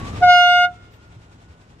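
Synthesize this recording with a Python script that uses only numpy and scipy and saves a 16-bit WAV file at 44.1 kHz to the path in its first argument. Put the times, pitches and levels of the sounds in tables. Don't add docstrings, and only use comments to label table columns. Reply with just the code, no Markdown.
import sys
import numpy as np
from scipy import signal
from scipy.io import wavfile
from scipy.ndimage import map_coordinates

SR = 44100
rng = np.random.default_rng(int(sys.argv[2]) if len(sys.argv) > 2 else 0)


def unload_audio(sound):
    columns = np.transpose(np.atleast_2d(sound))
    steps = np.round(np.clip(columns, -1, 1) * 32767)
    wavfile.write(sys.argv[1], SR, steps.astype(np.int16))


N = 79380
T = np.arange(N) / SR
EARS = np.array([[1], [-1]])
HORN_DB, VALVE_SHUTS_S = 14.5, .649

# t/s, level/dB re full blow
BLOW = [(.197, -58), (.213, -29), (.228, -12), (.24, -8.5), (.268, -8.5), (.303, -2.5), (.35, -.8),
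        (.41, 0), (.5, -.5), (.645, -1.8)]


def from_db(db):
    return 10 ** (np.asarray(db) / 20)


def rms_one(x):
    return x / np.sqrt(np.mean(x ** 2) + 1e-20)


def in_time(rows):
    s, *columns = np.transpose(rows)
    return [np.interp(T, s, c) for c in columns]


def at_hz(points, hz):
    freqs, values = np.transpose(points)
    return np.interp(np.log(hz), np.log(freqs), values)


def smooth(x, seconds):
    r = np.exp(-1 / (seconds * SR))
    return signal.lfilter([1 - r], [1, -r], x)


def phase_of(hz):
    return 2 * np.pi * np.cumsum(hz) / SR


def delayed(x, ms):
    return map_coordinates(x, [(T - ms / 1000) * SR], order=3)


def drift(rate_hz):
    step, settle = 40, 2000
    r = np.exp(-2 * np.pi * step * rate_hz / SR)
    white = rng.standard_normal(N // step + settle + 2)
    slow = signal.lfilter([1], [1, -2 * r, r * r], white)[settle:]
    return np.interp(np.arange(N) / step, np.arange(len(slow)), rms_one(slow))


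def banded_noise(spectrum, flicker_db):
    # f/Hz, correlation
    likeness = [(180, .99), (550, .82), (1650, .35), (5000, .1)]
    # f/Hz, left minus right/dB
    balance = [(400, 1.7), (1300, 0), (4400, 0), (8100, 8), (14000, 2)]
    out, edges = 0, 22 * 2 ** np.arange(0, 9.6, .5)
    white = rng.standard_normal((2, 2, N + SR // 4))
    for k, (low, high) in enumerate(zip(edges, edges[1:])):
        if high < spectrum[0][0] or low > spectrum[-1][0]:
            continue
        band = signal.butter(2, [low, high], "band", fs=SR, output="sos")
        mid, side = signal.sosfilt(band, white[k % 2])[:, -N:]
        hz = np.sqrt(low * high)
        alike = at_hz(likeness, hz)
        gain = from_db(at_hz(spectrum, hz) + flicker_db * drift(20) + EARS * at_hz(balance, hz) / 2)
        out = out + gain * (np.sqrt(1 + alike) * mid + np.sqrt(1 - alike) * side * EARS)
    return rms_one(out)


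def water():
    # f/Hz, relative density/dB
    rumble = [(22, -20.5), (42, -2.5), (70, 1.5), (115, -2), (150, -6), (280, -10), (500, -16.5),
              (1000, -17), (2500, -34.5)]
    # t/s, f/Hz, level/dB
    knocks = [(1.157, 112.5, -11.5), (1.48, 81, -14)]
    rise_s, t60_s = .0096, .17
    out = from_db(-31.5) * banded_noise(rumble, flicker_db=1)
    for s, hz, db in knocks:
        age = np.maximum(T - s, 0)
        envelope = (1 - np.exp(-age / rise_s)) * from_db(-60 * age / t60_s)
        out = out + from_db(db) * envelope * np.sin(2 * np.pi * hz * age)
    return out


def engine():
    # multiple of the cycle rate, level/dB
    hum_lines = [(4, -50), (8, -47), (10, -42), (16, -43), (32, -52), (40, -50)]
    # f/Hz, relative density/dB
    hiss_spectrum = [(400, -5), (1200, 5), (2200, 3), (3600, -1), (5000, -5.5), (7500, -8), (9000, -19.5),
                     (11500, -28), (13000, -40), (16000, -46)]
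    cycle_hz, throb_at_s, throb_db = 10.35, .075, 2.8
    phase = phase_of(cycle_hz + .04 * drift(3)) - 2 * np.pi * cycle_hz * throb_at_s
    hum = 0
    for k, db in hum_lines:
        level = from_db(db + 1.4 * drift(1.7))
        hum = hum + level * np.sqrt(2) * np.sin(k * phase + rng.uniform(0, 2 * np.pi))
    hiss_db = -41.5 + throb_db * np.cos(phase) + .67 * drift(40)
    return hum + from_db(hiss_db) * banded_noise(hiss_spectrum, flicker_db=1)


def whine():
    # t/s, f/Hz, level/dB
    climb = [(0, 1105, -39.5), (.08, 1148, -42), (.13, 1180, -52), (.24, 1228, -49), (.42, 1290, -47.5),
             (.75, 1342, -45), (1.25, 1432, -57.5), (1.56, 1473, -49), (1.8, 1545, -64.5)]
    hz, db = in_time(climb)
    return from_db(db + 2.2 * drift(8)) * np.sqrt(2) * np.sin(phase_of(hz + 3 * drift(30)))


def squeaks():
    # t/s, length/s, level/dB
    events = [(0.911, .06, -53), (1.055, .025, -64.5)]
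    pitches = [14100, 14400]
    gates = sum(from_db(db) * ((T > s) & (T < s + length)) for s, length, db in events)
    tones = sum(np.sin(phase_of(hz + 50 * drift(150))) for hz in pitches)
    return smooth(gates, seconds=.0045) * tones * from_db([[0], [-8]])


def bay(x):
    # delay/s, level/dB
    echoes = [(.24, -34), (.46, -46), (.68, -48)]
    wash_db, t60_s, smear_s = -35.5, .91, .02
    decay = from_db(-60 * T / t60_s) ** 2
    power = from_db(wash_db) ** 2 * decay / decay.sum()
    for delay, db in echoes:
        smear = np.exp(-((T - delay) / smear_s) ** 2)
        power = power + from_db(db) ** 2 * smear / smear.sum()
    response = np.sqrt(power) * rng.standard_normal((2, N))
    beamed = signal.sosfilt(signal.butter(1, 2300, "high", fs=SR, output="sos"), x)
    return signal.fftconvolve(beamed[None], response, axes=1)[:, :N]


def deck(left, right):
    # gain, delay at mid blast/ms, slide/(ms per s)
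    left_paths = [(.21, .309, -1.204), (.48, .44, .015), (.236, 1.725, .842), (.366, 2.285, -.092),
                  (.211, 2.961, -.175)]
    right_paths = [(.439, 1.502, -.569), (.559, 5.317, -.168), (.374, 9.061, -1.023), (.503, 8.789, .193),
                   (.296, .689, -.136)]
    from_mid_blast = T - .45
    left, right = [x + sum(gain * delayed(x, ms + slide * from_mid_blast) for gain, ms, slide in paths)
                   for x, paths in [(left, left_paths), (right, right_paths)]]
    return np.array([left, delayed(right, ms=.09)])


def escaping_air():
    # f/Hz, relative density/dB
    spectrum = [(500, -6), (2500, -8), (6000, -2), (10000, -19.5), (16000, -34)]
    blow_db, = in_time(BLOW)
    flow = from_db(blow_db - 66) * (T < VALVE_SHUTS_S)
    puff = from_db(-45) * np.exp(-((T - VALVE_SHUTS_S) / .0033) ** 2)
    return from_db(HORN_DB) * smooth(flow + puff, seconds=.005) * banded_noise(spectrum, flicker_db=1)


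def horn():
    # t/s, f/Hz
    pitch = [(.21, 714), (.232, 724), (.26, 718), (.295, 717), (.34, 714), (.385, 712), (.47, 713),
             (.6, 714), (.648, 714), (.654, 719), (.68, 715)]
    # harmonic number, relative level/dB
    overtones = [(1, -12.5), (2, -12), (3, -25), (4, -23), (5, -27.5), (6, -41), (7, -38), (8, -47.5),
                 (9, -47.5), (10, -60.5), (11, -55), (12, -68), (15, -66.5), (18, -73), (22, -70)]
    waver_hz, flutter_hz, ring_t60_s = .074, .58, .18
    tilt_db_per_octave, shimmer_db_per_khz = .82, .35
    dulling = .67
    (blow_db,), (hz,) = in_time(BLOW), in_time(pitch)
    phase = phase_of(hz + waver_hz * drift(23) + flutter_hz * drift(130))
    since_shut = np.maximum(T - VALVE_SHUTS_S, 0)
    tone = 0
    for k in range(1, 23):
        db = at_hz(overtones, k) + blow_db * (1 + dulling * np.log2(min(k, 4)))
        tilt_db = tilt_db_per_octave * np.log2(k) * EARS
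        shimmer_db = shimmer_db_per_khz * k * hz / 1000 * np.array([drift(3), drift(3)])
        ring = from_db(-60 * since_shut * k ** .67 / ring_t60_s)
        level = from_db(db + tilt_db + shimmer_db) * ring
        tone = tone + level * np.sin(k * phase + rng.uniform(0, 2 * np.pi))
    return from_db(HORN_DB) * np.sqrt(2) * tone


def scene():
    left, right = horn()
    blast = deck(left, right) + bay(left)
    boat_left, boat_right = engine() + water()
    boat = np.array([delayed(boat_left, ms=.32), boat_right])
    return blast + escaping_air() + boat + whine() + squeaks()


def record(dry):
    threshold_db, attack_s, release_db_per_s, cutoff_hz = -10.5, .022, 1.86, 15900
    power = smooth(np.mean(dry ** 2, axis=0), seconds=.0025)
    over_db = np.maximum(10 * np.log10(power + 1e-12) - threshold_db, 0)
    recovery_db = release_db_per_s * T
    held_db = np.maximum.accumulate(over_db - recovery_db) + recovery_db
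    ducked = dry * from_db(-smooth(held_db, attack_s))
    return signal.sosfilt(signal.ellip(10, .1, 80, cutoff_hz, fs=SR, output="sos"), ducked)


dry = scene()
out = record(dry)
unload_audio(out)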